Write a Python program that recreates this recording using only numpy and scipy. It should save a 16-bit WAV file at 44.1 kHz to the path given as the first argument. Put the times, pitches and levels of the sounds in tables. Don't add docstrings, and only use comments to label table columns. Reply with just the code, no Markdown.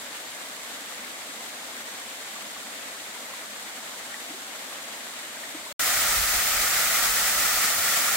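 import sys
import numpy as np
from scipy import signal
from scipy.fft import rfft, irfft
from scipy.io import wavfile

SR = 44100
rng = np.random.default_rng(int(sys.argv[2]) if len(sys.argv) > 2 else 0)


def master(y):
    cut = np.clip(np.atleast_2d(y).T, -1, 1)
    pcm = np.round(cut * 32767)
    wavfile.write(sys.argv[1], SR, pcm.astype(np.int16))


N = 359856
LEAVE_S, ARRIVE_S = 5.726, 5.7945
TIME = np.arange(N) / SR
FREQ = np.maximum(np.arange(N // 2 + 1) * SR / N, 1)
EARS = np.array([[1], [-1]])


def from_db(db):
    return 10 ** (np.asarray(db) / 20)


def rms_one(x):
    return x / np.sqrt(np.mean(x ** 2) + 1e-20)


def in_time(rows):
    return np.interp(TIME, *np.transpose(rows))


def gain_at(points, hz=FREQ):
    at, db = np.transpose(points)
    return from_db(np.interp(np.log(hz), np.log(at), db))


def drift(rate):
    spectrum = rfft(rng.standard_normal(N))
    return rms_one(irfft(spectrum / (1 + (FREQ / rate) ** 2), N))


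def drops(per_s, spread_db):
    flurries = from_db(2.2 * drift(12))
    born = rng.random((2, N)) < per_s * flurries / SR
    sizes = from_db(spread_db * np.minimum(rng.exponential(1, (2, N)), 4))
    signs = rng.choice([-1, 1], (2, N))
    return rms_one(born * sizes * signs)


def spread(pair, colour, width, balance):
    mid, side = pair
    apart = gain_at(width)
    ears = (mid + EARS * side * apart) / np.hypot(1, apart)
    tilt = gain_at(balance) ** (EARS / 2)
    return irfft(ears * gain_at(colour) * tilt, N) * np.sqrt(SR / 2)


def churn(water, low_hz, high_hz, depth_db, rate, count):
    spectrum, out = rfft(water), water
    step = np.log(high_hz / low_hz) / (count - 1)
    for hz in np.geomspace(low_hz, high_hz, count):
        triangle = np.clip(1 - abs(np.log(FREQ / hz)) / step, 0, 1)
        band = irfft(spectrum * triangle, N)
        out = out + band * (from_db(depth_db * drift(rate)) - 1)
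    return out


# pitch in Hz, level in dB per Hz.
POOL_TONE = [(50, -84.5), (150, -76.5), (260, -72.5), (360, -77), (730, -65), (1020, -69.5), (1330, -58.5),
             (1630, -63.5), (1930, -59.5), (2750, -66), (5500, -65), (8000, -64.5), (12500, -69.5),
             (15700, -65.5)]
# pitch in Hz, difference of the ears against their sum in dB.
POOL_SPREAD = [(250, -16), (450, -6.5), (680, -14), (1020, -4.5), (1270, -6.5), (1950, -4.5), (2800, -0.5),
               (15000, 0.5)]
# pitch in Hz, left minus right in dB.
POOL_LEAN = [(100, 1), (1000, 1.2), (2000, 0.077), (3500, 3), (5500, 1.5), (7000, 0), (9500, 0),
             (13000, -1.3), (15500, -2)]


def plunge(spray_db=-8.0, flicker_db=0.65, echo_hz=620, echo_share=0.097, dull_hz=2700):
    hiss = rng.standard_normal((2, N))
    spray = from_db(spray_db) * drops(per_s=5000, spread_db=1.0)
    mid, side = rfft(hiss + spray)
    delayed = np.exp(-2j * np.pi * FREQ / echo_hz)
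    echo = 1 + echo_share * delayed / (1 + (FREQ / dull_hz) ** 6)
    flicker = from_db(flicker_db * drift(15))
    return flicker * spread((mid * echo, side), POOL_TONE, POOL_SPREAD, POOL_LEAN)


# pitch in Hz, level in dB per Hz.
STREAM_TONE = [(25, -105), (90, -90.5), (150, -90), (240, -77), (370, -80.5), (630, -74.5), (1000, -77),
               (2050, -73.5), (2600, -78.5), (3700, -76), (5300, -82), (8000, -79), (10000, -85),
               (15700, -91)]
# pitch in Hz, difference of the ears against their sum in dB.
STREAM_SPREAD = [(50, -11), (220, -20), (440, -8.5), (670, -9.5), (1000, -3), (1350, 0), (15000, 0.5)]
# pitch in Hz, left minus right in dB.
STREAM_LEAN = [(100, 1), (1000, 1), (2000, -0.1), (3200, 2.5), (5500, 0), (8500, 2.5), (10500, -1),
               (13000, 1.5), (15500, .5)]


def stream(splash_db=-8.0, flicker_db=0.47, left_lead_s=.00009, splash_hz=2000):
    rush = rfft(rng.standard_normal((2, N)))
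    treble = FREQ / np.hypot(FREQ, splash_hz)
    splashes = from_db(splash_db) * rfft(drops(per_s=1200, spread_db=3.5)[0]) * treble
    half_lead = np.pi * FREQ * left_lead_s
    lead_pair = np.array([np.cos(half_lead), 1j * np.sin(half_lead)])
    direct = np.sqrt(2) * splashes * lead_pair
    flicker = from_db(flicker_db * drift(25))
    return flicker * spread(rush + direct, STREAM_TONE, STREAM_SPREAD, STREAM_LEAN)


def bubble(hz, cycles, rise, swell):
    age = np.linspace(0, 1, int(cycles / hz * SR) + 2)
    fade = np.exp(-np.log(1000) * age)
    envelope = fade * (1 - np.exp(-age / swell)) ** 2
    turns = cycles * (age + rise * age ** 2 / 2)
    return envelope / envelope.max() * np.sin(2 * np.pi * turns)


def add(out, sound, s, bearing):
    for ear, sign in enumerate((1, -1)):
        start = max(int((s - sign * bearing * 0.00024) * SR), 0)
        part = out[ear, start:start + len(sound)]
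        part += from_db(sign * bearing * 2.3) * sound[:len(part)]


def babble(slosh, low_hz, high_hz, level_db, spread_db, cycles, count):
    out, chance = np.zeros((2, N)), rng.random((count, 5))
    times = np.interp(chance[:, 0], np.cumsum(slosh) / slosh.sum(), TIME)
    for s, (pitch, size, place, life) in zip(times, chance[:, 1:]):
        hz = low_hz * (high_hz / low_hz) ** pitch
        ring = bubble(hz, cycles * (.5 + life), rise=0.09, swell=0.15)
        strength = min(-np.log(1 - size), 3)
        add(out, from_db(level_db + spread_db * strength) * ring, s, 1.54 * place - .5)
    return out


# start in seconds, peak level in dB before the trim and placing, starting pitch in Hz.
LOUD_BUBBLES = [(1.289, -42, 273), (2.563, -35.5, 1134), (3.16, -37, 960), (3.334, -34.5, 1035),
                (4.141, -29, 1888), (4.302, -36.5, 299), (4.34, -41, 369), (5.368, -35, 1570),
                (5.436, -31, 1840), (5.545, -32.5, 304), (5.707, -36.5, 573)]


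def gulps(level_db=-.5, cycles_at_1khz=22):
    out = np.zeros((2, N))
    for s, db, hz in LOUD_BUBBLES:
        cycles = cycles_at_1khz * np.sqrt(hz / 1e3)
        ring = bubble(hz, cycles, rise=0.045, swell=0.14)
        add(out, from_db(db + level_db) * ring, s, (rng.random() - .5) / 2)
    return out


# time in seconds, level in dB before the trim.
GUST = [(5.82, -58), (6.12, -40), (6.72, -52.5), (7.5, -52), (8.03, -63)]
# pitch in Hz, relative level in dB per Hz.
RUMBLE_TONE = [(15, -16), (40, 1), (65, -5), (100, -11), (160, -36), (400, -40)]
# time of the crest in seconds, level in dB.
THUMPS = [(5.965, -43), (6.19, -37), (6.36, -40.5), (6.58, -44), (7.11, -46), (7.56, -44), (7.79, -41.5)]
PUFF_RISE_S, PUFF_FALL_S = 0.016, 0.021


def draught(level_db=-1.5, puff_db=0.0, apart_db=-13.0):
    noise = rfft(rng.standard_normal((2, N)))
    mid, side = rms_one(irfft(noise * gain_at(RUMBLE_TONE), N))
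    power = from_db(in_time(GUST) + level_db) ** 2
    for s, db in THUMPS:
        age = TIME - s
        swell = np.exp(-.5 * (age / np.where(age < 0, PUFF_RISE_S, PUFF_FALL_S)) ** 2)
        power = power + (from_db(db + puff_db) * swell) ** 2
    return np.sqrt(power) * (mid + EARS * from_db(apart_db) * side)


def scene():
    pool = churn(plunge(), low_hz=800, high_hz=2390, depth_db=1.0, rate=22, count=4)
    rush = churn(stream(), low_hz=553, high_hz=2820, depth_db=1.4, rate=24, count=7)
    slosh = from_db(3 * drift(8)) * (TIME < LEAVE_S)
    tinkle = babble(slosh, low_hz=993, high_hz=4590, level_db=-49.0, spread_db=2.0, cycles=24, count=1400)
    burble = babble(slosh, low_hz=490, high_hz=1080, level_db=-52.5, spread_db=1.0, cycles=15.4, count=550)
    gurgle = babble(slosh, low_hz=207.6, high_hz=279, level_db=-54, spread_db=1.0, cycles=16.0, count=110)
    downstream = rush + tinkle + burble + gurgle + gulps()
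    beside_pool = pool + draught()
    return downstream * (TIME < LEAVE_S) + beside_pool * (TIME > ARRIVE_S)


# centre in Hz, width in Hz, left boost or cut in dB, right boost or cut in dB.
PORT_RESONANCES = [(7300, 500, 1.5, 3.0), (9350, 400, 1.5, 2.0), (10250, 600, -3.0, 0),
                   (10750, 400, -2.5, -2.0), (11530, 500, 3.0, 4.0), (14450, 600, 0.3, 3.3)]
CUTOFF_HZ = 15780


def record(dry):
    colour_db = 0
    for hz, width, left, right in PORT_RESONANCES:
        colour_db = colour_db + np.array([[left], [right]]) / (1 + (2 * (FREQ - hz) / width) ** 2)
    coloured = irfft(rfft(dry) * from_db(colour_db), N)
    top_cut = signal.ellip(12, .1, 80, CUTOFF_HZ, fs=SR, output="sos")
    return signal.sosfilt(top_cut, coloured)


dry = scene()
out = record(dry)
master(out)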